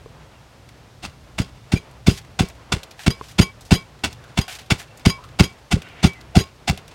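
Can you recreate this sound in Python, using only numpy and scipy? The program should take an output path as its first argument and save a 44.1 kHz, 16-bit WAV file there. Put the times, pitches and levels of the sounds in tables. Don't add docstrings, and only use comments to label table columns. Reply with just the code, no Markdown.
import sys
import numpy as np
from scipy import signal
from scipy.fft import rfft, irfft, next_fast_len
from scipy.io import wavfile
from scipy.ndimage import uniform_filter1d

SR = 44100
rng = np.random.default_rng(int(sys.argv[2]) if len(sys.argv) > 2 else 0)


def dump_mix(stems):
    frames = np.atleast_2d(stems).T
    limited = np.clip(frames, -1, 1)
    pcm = np.round(limited * 32767).astype(np.int16)
    wavfile.write(sys.argv[1], SR, pcm)


N = 306054

# (s, level dB, hollow ring dB, rise s, hold s)
CRUSH = [(1.032, -14.5, -32, 0.033, 0.008), (1.383, -6.5, -29, 0.011, 0.0022), (1.72, -8, -10, 0.0086, 0.0028),
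         (2.0674, -4, -38, 0.013, 0.0022), (2.392, -3, -15.5, 0.0095, 0.0076), (2.7217, -3, -46, 0.0088, 0.0088),
         (3.0632, -5, -41, 0.0093, 0.0059), (3.3842, -1.5, -28, 0.009, 0.0023), (3.71, 0.5, -25, 0.0075, 0.0016),
         (4.0383, -4, -17, 0.013, 0.0094), (4.374, -5, -13, 0.0098, 0.011), (4.7032, -1.5, -46, 0.0071, 0.011),
         (5.053, -1, -7, 0.0053, 0.0015), (5.3936, 0, -38, 0.018, 0.0018), (5.7148, -4, -15, 0.022, 0.0052),
         (6.034, -4, -21, 0.026, 0.0033), (6.355, -2, -2, 0.019, 0.0026), (6.6785, -3, -8, 0.017, 0.005)]
# (s, level dB, first contact dB, contact ms, delay s until the mortar rocks back)
THUDS = [(1.0657, -30, -6, 6, .011), (1.4005, -3, -20, 3.6, .016), (1.7374, 2, -18, 3.2, .028), (2.0837, 7, -13, 3, .031),
         (2.4071, .5, -15, 3.2, .029), (2.7370, -2.5, -18, 6, .027), (3.0795, 3.5, -13, 3.1, .024), (3.3995, 7.5, -13, 3, .030),
         (3.7250, 7, -9, 3.2, .030), (4.0555, -16, -2.5, 6.5, .020), (4.3888, 0, -17, 3.8, .013), (4.7199, 2, -16, 4.3, .014),
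         (5.0686, 6, -11, 3.1, .028), (5.4088, 7.5, -10.5, 3.2, .032), (5.7396, 3.5, -9.5, 4.6, .029), (6.0496, 6.5, -8, 3.7, .023),
         (6.3726, 8.5, -9.5, 3.6, .036), (6.7056, -.5, -4.5, 6, .024)]
MORTAR = [(135, 4, .042), (167, -9, .069), (236, -24, .076), (348, -14, .048)]
# (s, length s, level dB, lower blade mode dB, upper blade mode dB)
RATTLES = [(1.414, 0.0026, -36, -49, -60), (1.75, 0.027, -37, -55, -51), (2.072, 0.039, -29, -45, -60),
           (2.42, 0.012, -38, -45, -44), (3.104, 0.0073, -26.5, -42.5, -40.5), (3.410, 0.021, -19.5, -34.5, -30.5),
           (3.729, 0.031, -23, -37.5, -35), (4.409, 0.0072, -29, -42, -53), (5.067, 0.025, -28, -60, -60),
           (5.096, 0.0043, -22.5, -30.5, -31), (5.432, 0.012, -25, -41.5, -38), (6.06, 0.011, -28, -45, -31),
           (6.37, 0.04, -25.5, -37, -45.5)]
# (Hz, dB, t60 s)
KNIFE = [(2055, -8.5, 0.041), (3070, -4, 0.026), (3226, -12.5, 0.19), (3275, -6, 0.096), (3960, -7, 0.081), (4872, 0.5, 0.055), (4950, -7, 0.14),
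         (5630, -11, 0.04), (6220, -8.5, 0.038), (6670, -5.5, 0.07), (7930, -37, 0.12), (8780, -8, 0.02), (9220, -16, 0.1),
         (10620, -16, 0.033), (11500, -17, 0.082), (12830, -25, 0.061), (13100, -22, 0.06), (14450, -32, .07)]
# (s, level dB, centre Hz, t60 s)
FALLS = [(0.689, -31.5, 2120, 0.038), (2.175, -26, 2260, 0.11), (2.2483, -37, 1570, 0.04), (2.4864, -29, 6140, 0.028),
         (2.499, -30.5, 2310, 0.04), (2.8321, -22.5, 3560, 0.039), (2.91, -29.5, 3700, 0.06), (2.993, -26, 1980, 0.13),
         (3.034, -29, 2760, 0.15), (3.284, -34.5, 4700, 0.14), (3.3119, -34, 3300, 0.084), (3.6088, -33.5, 5660, 0.11),
         (3.651, -36.5, 4610, 0.2), (4.128, -28, 3900, 0.038), (4.48, -22, 2440, 0.26), (4.587, -28, 2960, 0.18),
         (4.799, -27, 1920, 0.17), (4.9733, -34, 7000, 0.053), (5.2386, -36.5, 3060, 0.099), (5.8193, -24.5, 2660, 0.042),
         (6.133, -34, 3500, 0.037), (6.211, -33, 3680, 0.034), (6.7746, -24, 2670, 0.057), (6.8793, -28.5, 3660, 0.034)]
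SALT = [(290, 8.5), (500, -1.5), (740, 7), (1250, 0.5), (1480, -1), (1690, -1), (2160, -1), (2460, 1.5), (2730, 2.5),
        (8580, -7), (14900, -27), (16000, -16)]
HOLLOW_HZ, HOLLOW_WIDTH_HZ = 742, 120
LONGEST_CRUSH_S = .09
# (s, level dB, upper mode dB)
KNOCKS = [(0.0604, -28.5, -11), (0.069, -46, -15), (3.212, -28, 7.5)]
KNOCK_MODES = [(450, 0.028), (1060, 0.021)]  # (Hz, t60 s)
AIR = [(15, -49), (25, -17), (43, -3), (108, -1), (149, -1.5), (170, -9), (326, -12.5), (575, -11), (641, -11.5),
       (775, -13), (1020, -14.5), (2690, -24), (16000, -54)]
HISS_DB = -61
# (s, bass dB, middle dB)
SWELL = [(0.0, -49, -51.5), (0.7, -51.5, -54.5), (1.6, -48, -54), (2.8, -48.5, -51), (3.7, -49.5, -54.5), (4.4, -51, -51),
         (5.3, -48, -52), (5.72, -50.5, -55), (5.95, -49, -47), (6.5, -52, -55.5), (6.94, -49, -49)]
HUM = [(61.9, 2.2, -6.5), (116, 6.4, -6.5)]  # (Hz, width Hz, dB over the bass)
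TOP_HZ = 15900
ROCK_MODES = [(80, 0.11), (180, 0.035), (390, 0.022)]  # (Hz, t60 s)
BLADE = [(1082, .3), (2288, .4)]
BLADE_FREE_S = 0.07
RING_DB = 4
# (Hz, width Hz, dB)
HOLLOW = [(1465, 110, 0), (2040, 90, -3), (2210, 120, 0), (2700, 110, -2), (3490, 110, -3), (4320, 90, -4), (4810, 150, -4), (5440, 100, -6)]
WALL = [(254, -21.5, 0.052), (388.4, -17.5, 0.094), (557, -42, 0.029)]
# (s, length s, Hz,
# width Hz, dB)
RUBS = [(0.118, 0.15, 158, 9.1, -46.5), (.33, 0.064, 2740, 70, -57), (1.753, 0.039, 2374, 53, -29.5), (2.084, .12, 3850, 4900, -39.5),
        (2.968, 0.093, 2970, 5900, -46.5), (3.126, 0.27, 2500, 4600, -51.5), (4.15, 0.22, 1520, 390, -54), (4.475, 0.11, 2780, 6200, -38.5),
        (4.744, .11, 3000, 8300, -42.5), (4.878, 0.068, 2710, 60, -54), (5.162, 0.076, 1030, 160, -40), (5.207, 0.077, 1200, 240, -40.5),
        (5.756, 0.51, 2260, 940, -47), (5.8, .2, 2720, 75, -56), (5.798, 0.19, 1510, 90, -54), (6.12, .12, 2050, 84, -47)]
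CRUSH_T60_S, SHORTER_PER_HOLD, SHORTEST_CRUSH_S = 0.14, 15.8, 0.041
LEAD_S = 0.008075
ROCK_DB, ROCK_PER_THUD_DB = -21, 0.6
WOBBLE_DB, CUSHIONED_THUD_DB, WOBBLE_FALL_DB = -28.5, -5, 0.3
STRAY_DB, STRAY_HZ, STRAY_T60_S = -41, 3000, 0.045
DRAG_DB, DRAG_FROM_S = -69, 1
DRAG_SWING_DB, STRAY_SPREAD_DB = 3, 4
PUSH_S = None
GROUND_S, GROUND_DB, RADIATE_HZ = .0034, -4.5, 100
FALL_HOLLOW_DB = -8


def undb(db):
    return 10 ** (np.asarray(db) / 20)


def level(x, db):
    return x * undb(db) / np.sqrt(np.mean(x ** 2))


def add(out, s, x):
    i = max(int(s * SR), 0)
    out[i:i + len(x)] += x[:len(out) - i]


def ring(x, hz, t60):
    p = np.exp(2j * np.pi * hz / SR - np.log(1000) / (max(t60, .004) * SR))
    return signal.lfilter([1], [1, -p], x).imag


def colour(x, table):
    hz, db = np.transpose(table)
    size = next_fast_len(len(x))
    f = np.arange(size // 2 + 1) * SR / size + 1
    return irfft(rfft(x, size) * undb(np.interp(np.log(f), np.log(hz), db)), size)[:len(x)]


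def band(x, hz, width):
    return signal.lfilter(*signal.iirpeak(hz, hz / width, fs=SR), x)


def walk(rate):
    k = int(SR / rate)
    return 1.8 * uniform_filter1d(uniform_filter1d(np.repeat(rng.standard_normal(N // k + 1), k), k), k)[:N]


def curve(table, column):
    rows = np.array(table)
    return np.interp(np.arange(N) / SR, rows[:, 0], rows[:, column])


def burst(rise, hold, t60):
    rise, hold, t60 = max(rise, .0005), max(hold, 0), max(t60, .005)
    t = np.arange(int(.4 * SR)) / SR
    return np.sin(np.pi / 2 * np.clip(t / rise, 0, 1)) ** 4 * 1000. ** (-np.clip(t - rise - hold, 0, None) / t60)


def grit(scatter_db):
    return level(rng.standard_normal(N) * undb(scatter_db * rng.exponential(size=N)), 0)


def crush():
    dry, hollow = np.zeros(N), np.zeros(N)
    for s, db, hollow_db, rise, hold in CRUSH:
        t60 = np.clip(CRUSH_T60_S - SHORTER_PER_HOLD * hold, SHORTEST_CRUSH_S, LONGEST_CRUSH_S)
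        shape = burst(rise, hold, t60) + undb(-12.5) * burst(rise, hold, 0.27)
        add(dry, s - rise * 0.64, undb(db) * shape)
        add(hollow, s - rise * 0.78, undb(db + hollow_db) * burst(rise, hold, 0.058))
    cracks = grit(2.8)
    ringing = band(band(cracks, HOLLOW_HZ, HOLLOW_WIDTH_HZ), HOLLOW_HZ, 2 * HOLLOW_WIDTH_HZ)
    return undb(-16 + 1.53 * walk(300)) * in_mortar(cracks, RING_DB) * dry + level(ringing, -14) * hollow


def thuds():
    force = np.zeros(N)
    for s, db, first_db, contact_ms, _ in THUDS:
        push = np.hanning(int(contact_ms * SR / 1000))
        push, s = push / push.sum(), s - len(push) / SR / 2
        add(force, s - LEAD_S, -undb(db + first_db) * push)
        add(force, s, undb(db) * push)
        add(force, s + GROUND_S, undb(db + GROUND_DB) * push)
    body = sum(undb(db) * ring(force, hz, t60) for hz, db, t60 in MORTAR + WALL)
    return signal.sosfilt(signal.butter(2, RADIATE_HZ, "high", fs=SR, output="sos"), body)


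def knife():
    out, free = np.zeros(N), burst(0.0025, BLADE_FREE_S, 0.084)
    tap = np.r_[1., np.zeros(len(free) - 1)]
    for s, length, db, *blade_db in RATTLES:
        shape = burst(.001, length, .02)
        taps = (rng.random(len(shape)) < 2500 / SR) * rng.standard_normal(len(shape)) * shape
        modes = [ring(taps, hz, t60) for hz, _, t60 in KNIFE]
        modes = sum(undb(g) * m / np.abs(m).max() for m, (_, g, _) in zip(modes, KNIFE))
        add(out, s, undb(db) * (modes + 1.1 * band(taps, 2000, 8800)))
        add(out, s + length, free * sum(undb(g) * ring(tap, *mode) for g, mode in zip(blade_db, BLADE)))
    return out


def falls():
    out, cracks = np.zeros(N), grit(2.2)
    chance = rng.standard_normal((len(CRUSH), 3))
    strays = [(blow[0] + 0.23 + .05 * a, STRAY_DB + STRAY_SPREAD_DB * b, STRAY_HZ * 0.7 ** c, STRAY_T60_S)
              for blow, (a, b, c) in zip(CRUSH, chance)]
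    for s, db, hz, t60 in FALLS + strays:
        shape = burst(0.0014, 0.00068, t60)
        grains = np.roll(cracks, -int(s * SR))[:len(shape)]
        add(out, s - .001, undb(db) * shape * level(band(grains, hz, 0.8 * hz), -11.0))
        add(out, s, undb(db + FALL_HOLLOW_DB) * shape * level(band(grains, HOLLOW_HZ, HOLLOW_WIDTH_HZ), -11.5))
    return out


def drag():
    busy = np.clip((np.arange(N) / SR - DRAG_FROM_S) / 0.35, 0, 1)
    return in_mortar(grit(2.25), RING_DB) * busy * undb(DRAG_DB + DRAG_SWING_DB * walk(6.11) + 3.5 * walk(83))


def knocks():
    out, click = np.zeros(N), np.r_[1., np.zeros(SR // 10)]
    for s, db, upper_db in KNOCKS:
        add(out, s, undb(db) * sum(g * ring(click, *mode) for g, mode in zip((1, undb(upper_db)), KNOCK_MODES)))
    return out


def air():
    noise = colour(rng.standard_normal(N), AIR)
    bass = signal.sosfiltfilt(signal.butter(2, 250, fs=SR, output="sos"), noise)
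    top = signal.sosfiltfilt(signal.butter(2, 4000, "high", fs=SR, output="sos"), noise)
    hum = sum(level(band(rng.standard_normal(N), hz, width), db) for hz, width, db in HUM)
    out = (level(bass, 0) + hum) * undb(curve(SWELL, 1) + 1.76 * walk(4.85))
    out += level(noise - bass - top, 0.17) * undb(curve(SWELL, 2) + 1.1 * walk(25)) + level(top, HISS_DB)
    return out


def rocks():
    out = np.zeros(N)
    for s, thud_db, *_, delay in THUDS:
        shape = burst(0.0049, 0.0015, 0.13)
        force = 0.05 * shape * rng.standard_normal(len(shape))
        force[int(.015 * SR)] += 1
        force = uniform_filter1d(force, size=40)
        db = ROCK_DB + ROCK_PER_THUD_DB * thud_db
        gains = undb([WOBBLE_DB - WOBBLE_FALL_DB * abs(thud_db - CUSHIONED_THUD_DB), db, db])
        add(out, s + delay - .015, sum(g * ring(force, *mode) for g, mode in zip(gains, ROCK_MODES)))
    return out


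def in_mortar(cracks, ring_db):
    ringing = sum(undb(db) * band(cracks, hz, width) for hz, width, db in HOLLOW)
    return level(colour(cracks + undb(ring_db) * ringing, SALT), 0)


def rubs():
    out = np.zeros(N)
    salt = grit(2.8) * undb(3 * walk(70))
    for s, length, hz, width, db in RUBS:
        noise = level(band(band(salt[int(s * SR):][:SR], hz, width), hz, min(2 * width, 9000)), db)[SR // 4:]
        add(out, s, np.sqrt(np.hanning(int(length * SR))) * noise[:int(length * SR)])
    return out


def scene():
    return (crush() + thuds() + rocks() + knife() + falls() + drag() + rubs() + knocks() + air())[None]


def record(dry):
    mic = signal.sosfilt(signal.butter(1, 35, "high", fs=SR, output="sos"), dry) * undb(.6)
    return signal.sosfilt(signal.ellip(10, .2, 90, TOP_HZ, fs=SR, output="sos"), np.clip(mic, -1, 1))


dry = scene()
out = record(dry)
dump_mix(out)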